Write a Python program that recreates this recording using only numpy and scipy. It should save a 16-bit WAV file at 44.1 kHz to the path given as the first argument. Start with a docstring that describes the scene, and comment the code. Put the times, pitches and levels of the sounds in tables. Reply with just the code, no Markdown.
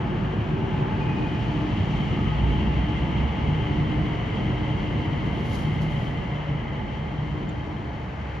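"""Beside an elevated concrete curve outside a station, microphone pair at the track, yard below.
A rubber-tyred people mover rolls past: tyre noise shakes deck and car bodies, and the deck booms and thumps.
Wavering tones make the drive's hum and whine, the wheels' drones and two faint squeals ahead of the first car;
coloured noise and ringing resonances are the collector shoes on the power rail, with a few gritty spits
as the second car passes and one metallic tick late on. Station walls and yard are diffuse noise behind."""
import sys
import numpy as np
from scipy import signal
from scipy.fft import rfft, irfft
from scipy.io import wavfile
from scipy.ndimage import uniform_filter1d

SR = 44100
rng = np.random.default_rng(int(sys.argv[2]) if len(sys.argv) > 2 else 0)


def transcribe(u):
    """Save the signal u as a 16-bit wav file named by the first command-line argument.

    u: samples, shape (n,) or (channels, n), limited to [-1, 1]; the rate is SR.
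    q: integer samples, one column per channel.
    """
    v = np.clip(np.atleast_2d(u).T, -1, 1)
    q = np.round(v * 32767).astype(np.int16)
    wavfile.write(sys.argv[1], SR, q)


N = 370440
TIME = np.arange(N) / SR  # s
FREQS = np.fft.rfftfreq(N, 1 / SR)  # Hz

# Relative noise spectra of deck, car bodies and tyres: f/Hz, level/dB per Hz
DECK_COLOUR = [(12, -39.5), (22, -25.5), (34, -12), (48, 4.5), (68, 2.5), (95, 3), (115, -13), (160, -38.5),
               (400, -75.5)]
BODY_COLOUR = [(25, -32), (70, -15.5), (100, -2.5), (120, 2.5), (152, -4), (168, -3.5), (205, -2),
               (228, -5.5), (255, -9.5), (290, -11), (335, -12.5), (375, -13), (430, -24), (600, -35.5),
               (1500, -97)]
TYRE_COLOUR = [(200, -17), (380, 0), (455, 3.5), (520, -2), (710, 0.5), (790, -1.5), (920, -0.5),
               (1100, -3.5), (1240, -5), (1420, -11), (1750, -8.5), (2500, -19.5), (3500, -30),
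               (6000, -85.5)]
# Rolling noise alongside, level/dB and fade/(dB/s) as the train draws away after LEAVES_S
LEAVES_S = 4.54
BODY_DB, BODY_FADE_DB_PER_S = -27.5, 3
TYRE_DB, TYRE_FADE_DB_PER_S = -38, 1.33
DECK_DB, DECK_FADE_DB_PER_S = -37, 2
# Axles going by: t/s, deck rumble level/dB, car body level/dB
AXLES = [(2.5, -33, -33), (4.25, -36, -44), (5.65, -34.5, -31.5), (7.35, -40, -35.5)]
AXLE_SWELL_S = 0.5
# Brief surges and dips of the low rumble: t/s, level/dB, width/s
SURGES = [(0.0, 0, 0.053), (2.17, 2.5, 0.046), (2.33, -2, 0.025), (2.68, 1.5, 0.054), (3.33, -5, 0.026),
          (3.5, 2.5, 0.028), (3.66, -1.5, 0.05), (3.81, 2.5, 0.022), (3.98, 1, 0.027), (4.26, -3, 0.067),
          (4.43, 1.5, 0.052), (6.24, 0, 0.031), (6.42, -4, .05), (6.74, -2, 0.018), (7.27, -1, 0.0093),
          (7.35, 4, 0.013), (7.86, -0.5, 0.044)]

# Deck booms under the wheels: t/s, level/dB
BOOMS = [(2.439, -22.5), (3.17, -25.5), (8.25, -36)]
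BOOM_REST_DB = -41  # faint hum that stays
BOOM_RISE_DB_PER_S, BOOM_FADE_DB_PER_S = 57.5, 17.5
BOOM_LOW_HZ, BOOM_ONSET_HZ, BOOM_TOP_HZ, BOOM_CLIMB_HZ_PER_S = 51.15, 59.66, 70.3, 11
# First car runs onto the span
THUMP_S, THUMP_DB, THUMP_WIDTH_S, THUMP_HZ = 1.815, -26.5, 0.045, 97

# Relative noise spectra of shoe rubbing and of the fine hiss above it: f/Hz, level/dB per Hz
RUB_COLOUR = [(1000, -36.5), (1600, -15.5), (1900, -4), (2250, -2), (2550, -5), (2850, 1.5), (3000, 1.5),
              (3200, -1), (3550, -15), (4000, -23), (6000, -60)]
HISS_COLOUR = [(2000, -20), (3500, 0), (4450, -1), (4900, -6), (6000, -9), (7200, -11.5), (8100, -26),
               (9800, -24), (11500, -28), (13500, -38), (16000, -50)]
# Ringing resonances of the shoes: f/Hz, width/Hz, relative level/dB
SHOE_MODES = [(1948, 85, -5), (2052, 65, -3.5), (2107, 60, -5), (2200, 79, -8), (3017, 80, -10),
              (3145, 70, -7)]
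SHOE_WANDER, SHOE_FLICKER_DB = .005, 1.4  # rms share of pitch, rms dB
# Shoes of each car at their nearest: t/s, rubbing level/dB, ringing level/dB
CARS = [(2.55, -43.5, -51), (5.2, -48, -47.5)]
RUB_SWELL_S, RING_SWELL_S = 1.58, 1.67
TAIL_S, TAIL_FADE_DB_PER_S = 6.4, 2.5  # rubbing dies away behind the last car
HISS_DB, HISS_REST_DB = -58, -61.5
SURGE_S, SURGE_DB, SURGE_WIDTH_S = 1.75, -59, 0.58  # hiss surges as the first shoes arrive

# Drive hum, upper and lower partial: t/s, level/dB
HUM_LEVEL = [(0.0, -41), (1.08, -41), (1.22, -31), (1.42, -42), (1.56, -31.5), (1.72, -33), (1.86, -48.5),
             (2.04, -44), (2.14, -34.5), (2.3, -47.5), (2.6, -36), (2.76, -41), (2.97, -32), (3.16, -48),
             (3.54, -48), (3.7, -32), (3.86, -37.5), (4.02, -32), (4.28, -46), (4.5, -35), (4.92, -37),
             (5.4, -47), (7.1, -48), (7.5, -39.5), (7.84, -42), (8.15, -52.5), (8.4, -46)]
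LOW_HUM_LEVEL = [(0.0, -37), (1.0, -29.5), (1.22, -37.5), (2.38, -29.5), (3.0, -35), (3.5, -30),
                 (4.05, -29), (4.24, -39.5), (5.15, -32.5), (5.42, -40.5), (5.76, -26), (6.2, -35),
                 (6.55, -28.5), (6.92, -47), (7.2, -31.5), (7.6, -39.5), (8.4, -46)]
HUM_HZ, LOW_HUM_HZ = 302.5, 149.8
# Gear whine, coming and going: t/s, level/dB
WHINE_LEVEL = [(0.0, -38.5), (0.4, -53.5), (0.7, -41.5), (0.95, -39), (1.2, -42), (1.6, -43.5), (1.85, -47),
               (2.55, -41), (3.0, -45), (3.7, -43.5), (4.14, -56), (4.63, -45), (5.0, -48.5), (6.0, -47.5),
               (6.55, -53), (6.8, -43.5), (7.34, -54), (7.65, -48), (8.4, -50.5)]
WHINE_HZ, WHINE_SAGS_S, WHINE_SAG_HZ_PER_S = 859, 3.3, 2.2  # sags once the first car is past

# Running-gear drones, on the approach and in the curve: start t/s, length/s, start f/Hz, top f/Hz, level/dB
TREADS = [(0.17, .8, 368, 393, -38.5), (3.85, 2.5, 510, 572, -50), (4.15, 1.1, 432, 480, -51),
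          (2.6, 3.0, 700, 712, -52)]
TREAD_SETTLE_S, TREAD_FADE_DB_PER_S = 0.82, 19.5
# Faint squeals in the curve: start t/s, length/s, f/Hz, level/dB of the core
SQUEALS = [(1.06, 0.18, 2480, -48.5), (2.119, 0.16, 1252, -51)]
SQUEAL_RISE_DB_PER_S, SQUEAL_FADE_DB_PER_S = 99.5, 32
# Hissing spits from under the second car: t/s, level/dB, rise/s, decay/s
SPITS = [(5.26, -65, .015, .04), (5.359, -64, .03, 0.068), (5.41, -64, .02, .06), (5.465, -59, 0.022, 0.1),
         (5.533, -51.5, 0.035, 0.095), (5.595, -55, .045, 0.04), (5.75, -64, .03, .04),
         (5.82, -53.5, 0.006, 0.029), (5.91, -62, 0.012, .13), (6.05, -65, .09, .11)]
# Relative spectrum of the spits: f/Hz, level/dB per Hz
SPIT_COLOUR = [(2500, -16), (3900, 2), (5000, -1.5), (7000, -4.5), (8300, -16), (9500, -8), (11500, -10.5),
               (13000, -17.5), (15000, -40)]
SPECKS_PER_S = 1600
# Small metallic tick: f/Hz, level/dB, t60/s
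TICK_MODES = [(3550, -54, .09), (7030, -56, .055)]
TICK_S = 7.489

# Relative spectra of the rush off the station walls and of the yard below: f/Hz, level/dB per Hz
STATION_COLOUR = [(300, -14), (480, 3), (680, 6), (950, -8), (1250, -3), (1550, 2), (1850, -1.5),
                  (2050, -3), (2300, -1), (2700, -3), (3200, -14), (4000, -28), (7000, -51)]
YARD_COLOUR = [(30, -1.5), (100, 5), (400, 4.5), (520, 4.5), (700, 2), (950, -7.5), (1600, -8), (2100, -3),
               (3000, -14.5), (4000, -30.5), (8000, -91), (14000, -45)]
# The cars screen the station walls for a while
STATION_DB, SCREEN_DB, SCREEN_FROM_S, SCREEN_TO_S = -46.8, -13, 2.3, 7.6

# Between the microphone ports, lead of the left: f/Hz, phase/rad
LEFT_LEAD = [(50, 0), (150, -.05), (340, -0.13), (550, -1), (850, -0.5), (1400, -1.3), (1850, 0.24),
             (2200, 0.1), (3000, 0.88), (4000, 0), (5100, 0.83), (7000, -1.85), (8500, -4.5), (11000, -0.5)]
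# Between the microphone ports, left minus right: f/Hz, level/dB
BALANCE = [(50, -2), (130, 0.5), (220, -1), (420, 2), (720, -0.3), (1100, 2), (1450, 4), (1900, 1.5),
           (3100, 4), (4500, 2.5), (8000, -0.5)]
# Sound the two ports do not share, against what they share: f/Hz, level/dB
UNSHARED = [(25, -25), (55, -20), (100, -12.5), (145, -18), (250, -11.5), (305, -13.5), (400, -8.5),
            (560, -4.1), (900, -5.1), (1300, -2.7), (1650, -.8), (2100, -6.2), (4400, -6.4), (7000, -4.2)]
LOW_CUT_HZ, EDGE_HZ = 28, 14000


def rolling():
    """Tyres on rough concrete shake the deck and the car bodies, and roar themselves."""
    away_s = since(LEAVES_S)
    deck_power = sum(going_by(s, db, AXLE_SWELL_S) for s, db, _ in AXLES)
    body_power = sum(going_by(s, db, AXLE_SWELL_S) for s, _, db in AXLES)
    tyre_power = gain_of(-14.5) ** 2 * body_power
    shaking = np.sqrt(gain_of(DECK_DB - DECK_FADE_DB_PER_S * away_s) ** 2 + deck_power)
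    droning = np.sqrt(gain_of(BODY_DB - BODY_FADE_DB_PER_S * away_s) ** 2 + body_power)
    roaring = np.sqrt(gain_of(TYRE_DB - TYRE_FADE_DB_PER_S * away_s) ** 2 + tyre_power)
    deck = shaking * steadied(noise(DECK_COLOUR), span_s=0.1)
    body = droning * steadied(noise(BODY_COLOUR), span_s=0.24)
    tyres = roaring * gain_of(0.4 * drift(4.3)) * noise(TYRE_COLOUR)
    return surging(SURGES) * (deck + body) + tyres


def boom():
    """A low resonance of the deck and its rougher octave, rising as the first car rolls over it."""
    first_s = BOOMS[0][0]
    climbing_hz = BOOM_ONSET_HZ + BOOM_CLIMB_HZ_PER_S * (TIME - first_s)
    hz = np.clip(climbing_hz, BOOM_LOW_HZ, BOOM_TOP_HZ)
    swell_power = sum(gain_of(db + held(s, s, BOOM_RISE_DB_PER_S, BOOM_FADE_DB_PER_S)) ** 2
                      for s, db in BOOMS)
    fundamental = steadied(tone(hz, width_hz=5, rough=0.2), span_s=.25)
    octave = gain_of(-9.0) * tone(2 * hz, width_hz=16, rough=0.8)
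    return np.sqrt(swell_power + gain_of(BOOM_REST_DB) ** 2) * (fundamental + octave)


def thump():
    """The span gives one soft, low thump as the first car runs onto it."""
    swell = np.exp(-.5 * ((TIME - THUMP_S) / THUMP_WIDTH_S) ** 2)
    return gain_of(THUMP_DB) * swell * tone(THUMP_HZ, width_hz=27, rough=.5)


def shoes():
    """Collector shoes rub the rail: broad friction noise, a few ringing resonances and fine hiss above."""
    rubbing = np.sqrt(sum(going_by(s, db, RUB_SWELL_S) for s, db, _ in CARS))
    rubbing = rubbing * gain_of(-TAIL_FADE_DB_PER_S * since(TAIL_S))
    rub = rubbing * noise(RUB_COLOUR)

    ringing = np.sqrt(sum(going_by(s, db, RING_SWELL_S) for s, _, db in CARS))
    # they ring once in the curve
    ringing = ringing * gain_of(held(start_s=1.83, end_s=6.4, rise_db_per_s=9, fade_db_per_s=1.2))
    wander = 1 + SHOE_WANDER * drift(2.5)
    modes = 0
    for hz, width_hz, db in SHOE_MODES:
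        flickering = gain_of(db + SHOE_FLICKER_DB * drift(14))
        modes = modes + flickering * tone(hz * wander, width_hz, rough=1)
    ring = ringing * modes

    hiss_db = HISS_DB + held(start_s=1.53, end_s=5.9, rise_db_per_s=4.0, fade_db_per_s=5.0)
    hiss_db = np.maximum(hiss_db, HISS_REST_DB)
    hissing = np.sqrt(gain_of(hiss_db) ** 2 + going_by(SURGE_S, SURGE_DB, SURGE_WIDTH_S))
    hiss = hissing * noise(HISS_COLOUR)

    contact_db = 0.58 * drift(22)  # the contact pressure flutters
    return gain_of(contact_db) * (rub + ring + hiss)


def drive():
    """A wavering electric hum of two partials about an octave apart, and a fuzzy gear whine."""
    upper_tone = tone(HUM_HZ + 1.21 * drift(5.5), width_hz=13, rough=0.4)
    lower_tone = tone(LOW_HUM_HZ + 2.5 * drift(3), width_hz=13, rough=0.45)
    upper = gain_of(over_time(HUM_LEVEL)) * steadied(upper_tone, span_s=.2)
    lower = gain_of(over_time(LOW_HUM_LEVEL)) * steadied(lower_tone, span_s=.25)
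    whine_hz = WHINE_HZ - WHINE_SAG_HZ_PER_S * since(WHINE_SAGS_S) + 6 * drift(9)
    gears = tone(whine_hz, width_hz=25, rough=0.85)
    whine = gain_of(over_time(WHINE_LEVEL)) * steadied(gears, span_s=0.1)
    return upper + lower + whine


def tread(start_s, length_s, start_hz, top_hz, db):
    """A tread or guide wheel drones roughly, gliding up towards a top pitch about which it wavers."""
    hz = top_hz + (start_hz - top_hz) * np.exp(-since(start_s) / TREAD_SETTLE_S)
    shape_db = held(start_s, start_s + length_s, TREAD_FADE_DB_PER_S, TREAD_FADE_DB_PER_S)
    drone = tone(hz + 4 * drift(5), width_hz=22, rough=0.9)
    return gain_of(db + shape_db) * drone


def squeal(start_s, length_s, pitch_hz, db):
    """A brief, ragged squeal: a wavering core in a fuzzy skirt, with a weak octave."""
    hz = pitch_hz + 9 * drift(9)
    shape_db = held(start_s, start_s + length_s, SQUEAL_RISE_DB_PER_S, SQUEAL_FADE_DB_PER_S)
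    grip_db = 1.8 * drift(20)
    core = tone(hz, width_hz=32, rough=.8)
    skirt = gain_of(-2.5) * tone(hz, width_hz=80, rough=1)
    octave = gain_of(-22) * tone(2 * hz, width_hz=90, rough=1)
    return gain_of(db + shape_db + grip_db) * (core + skirt + octave)


def spits():
    """Short, bright scrapes that catch quickly and die away: hiss with gritty specks in it."""
    power = 0
    for s, db, rise_s, decay_s in SPITS:
        steps = np.maximum((s - TIME) / rise_s, (TIME - s) / decay_s)
        power = power + gain_of(db) ** 2 * np.exp(-2 * steps)
    specks = rng.standard_normal((2, N)) * (rng.random(N) < SPECKS_PER_S / SR)
    gritty = at_ports(*specks, gain_of(over_band(SPIT_COLOUR)))
    grain_db = 1.1 * drift(150)
    # hiss and specks share the power equally
    return np.sqrt(power / 2) * gain_of(grain_db) * (noise(SPIT_COLOUR) + gritty)


def tick():
    """A small metal fitting is knocked once, and its modes ring down."""
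    age_s = since(TICK_S)
    ring = sum(gain_of(db - 60 * age_s / t60) * tone(hz, width_hz=120, rough=.5)
               for hz, db, t60 in TICK_MODES)
    return ring * (1 - np.exp(-age_s / 0.0017))


def station():
    """A flat, diffuse rush from the station walls, fading as the cars come between, then returning."""
    open_db = -held(SCREEN_FROM_S, SCREEN_TO_S, rise_db_per_s=10.0, fade_db_per_s=20.0)
    screened_db = np.minimum(SCREEN_DB + open_db, 0)
    return gain_of(STATION_DB + screened_db) * noise(STATION_COLOUR)


def yard():
    """The steady wash of the yard below, as diffuse noise."""
    return gain_of(-47.0) * noise(YARD_COLOUR)


def noise(colour):
    """Stereo noise of rms 1 in the middle, with the given spectrum in dB."""
    return at_ports(*rng.standard_normal((2, N)), gain_of(over_band(colour)))


def tone(hz, width_hz, rough):
    """A machine line: a clean core plus reflections that smear it as the train moves."""
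    turn = np.exp(2j * np.pi * np.cumsum(hz * np.ones(N)) / SR)
    share = np.clip(rough, 0, 1)  # of the power, smeared
    near, far = [(drift(width_hz) + 1j * drift(width_hz)) / np.sqrt(2) for _ in range(2)]
    core = np.sqrt(1 - share) * np.exp(2j * np.pi * rng.random())
    direct = (turn * (core + np.sqrt(share) * near)).real
    scattered = (turn * far).real
    return at_ports(direct, scattered)


def at_ports(direct, scattered, colour=1):
    """Two unrelated signals become a partly alike left and right, with a middle of rms 1."""
    shared = rfft(direct)
    apart = rfft(scattered) * gain_of(over_band(UNSHARED))
    lean = gain_of(over_band(BALANCE) / 2) * np.exp(.5j * over_band(LEFT_LEAD))
    left, right = (shared + apart) * lean, (shared - apart) / lean
    pair = irfft(np.array([left, right]) * colour, N)
    return pair / np.std(pair.mean(0))


def steadied(pair, span_s):
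    """Holds the loudness of a sound even over the span; its faster throbbing stays."""
    power = uniform_filter1d(pair.mean(0) ** 2, max(int(span_s * SR), 1))
    return pair / np.sqrt(abs(power) + 1e-6)


def drift(per_s):
    """Slow chance of rms about 1, up to about the given rate."""
    coarse_s = TIME[::20]
    rates = np.fft.rfftfreq(len(coarse_s), coarse_s[1])
    smoothing = np.exp(-(rates / per_s) ** 2)
    slow = irfft(rfft(rng.standard_normal(len(coarse_s))) * smoothing, len(coarse_s))
    return np.interp(TIME, coarse_s, evened(slow))


def going_by(s, db, width_s):
    """Power of a point that passes the microphones: inverse square of its distance."""
    return gain_of(db) ** 2 / (1 + ((TIME - s) / width_s) ** 2)


def surging(rows):
    """Gain that swells or dips briefly at each row."""
    return gain_of(sum(db * np.exp(-.5 * ((TIME - s) / width_s) ** 2) for s, db, width_s in rows))


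def held(start_s, end_s, rise_db_per_s, fade_db_per_s):
    """An envelope in dB: rises to 0 at the start, holds, and fades after the end."""
    return -rise_db_per_s * np.maximum(start_s - TIME, 0) - fade_db_per_s * since(end_s)


def since(s):
    """Seconds gone by since a moment, zero before it."""
    return np.maximum(TIME - s, 0)


def over_time(rows):
    """A table of levels over time, joined at every sample."""
    s, db = np.transpose(rows)
    return np.interp(TIME, s, db)


def over_band(points):
    """A table over frequency, joined on a log axis."""
    f, value = np.transpose(points)
    return np.interp(np.log(FREQS + 1), np.log(f + 1), value)


def gain_of(db):
    """Decibels to amplitude."""
    return 10 ** (np.asarray(db) / 20)


def evened(x):
    """Scales to rms 1."""
    return x / np.sqrt(np.mean(x ** 2) + 1e-20)


def scene():
    """The train at the track, over the station walls and the steady wash of the yard below."""
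    drones = sum(tread(*row) for row in TREADS)
    running = rolling() + boom() + thump() + shoes() + drive() + drones
    small_sounds = sum(squeal(*row) for row in SQUEALS) + spits() + tick()
    return running + small_sounds + station() + yard()


def record(dry):
    """The recorder cuts the deepest bass, opens and closes softly, and limits the band."""
    low_cut = signal.butter(4, LOW_CUT_HZ, "highpass", fs=SR, output="sos")
    thinned = signal.sosfilt(low_cut, dry)
    soft_ends = np.minimum(np.minimum(TIME, TIME[::-1]) / .004, 1)
    band_limit = signal.firwin(511, EDGE_HZ, window=("kaiser", 9), fs=SR)
    return signal.oaconvolve(thinned * soft_ends, band_limit[None], "same")


dry = scene()
out = record(dry)
transcribe(out)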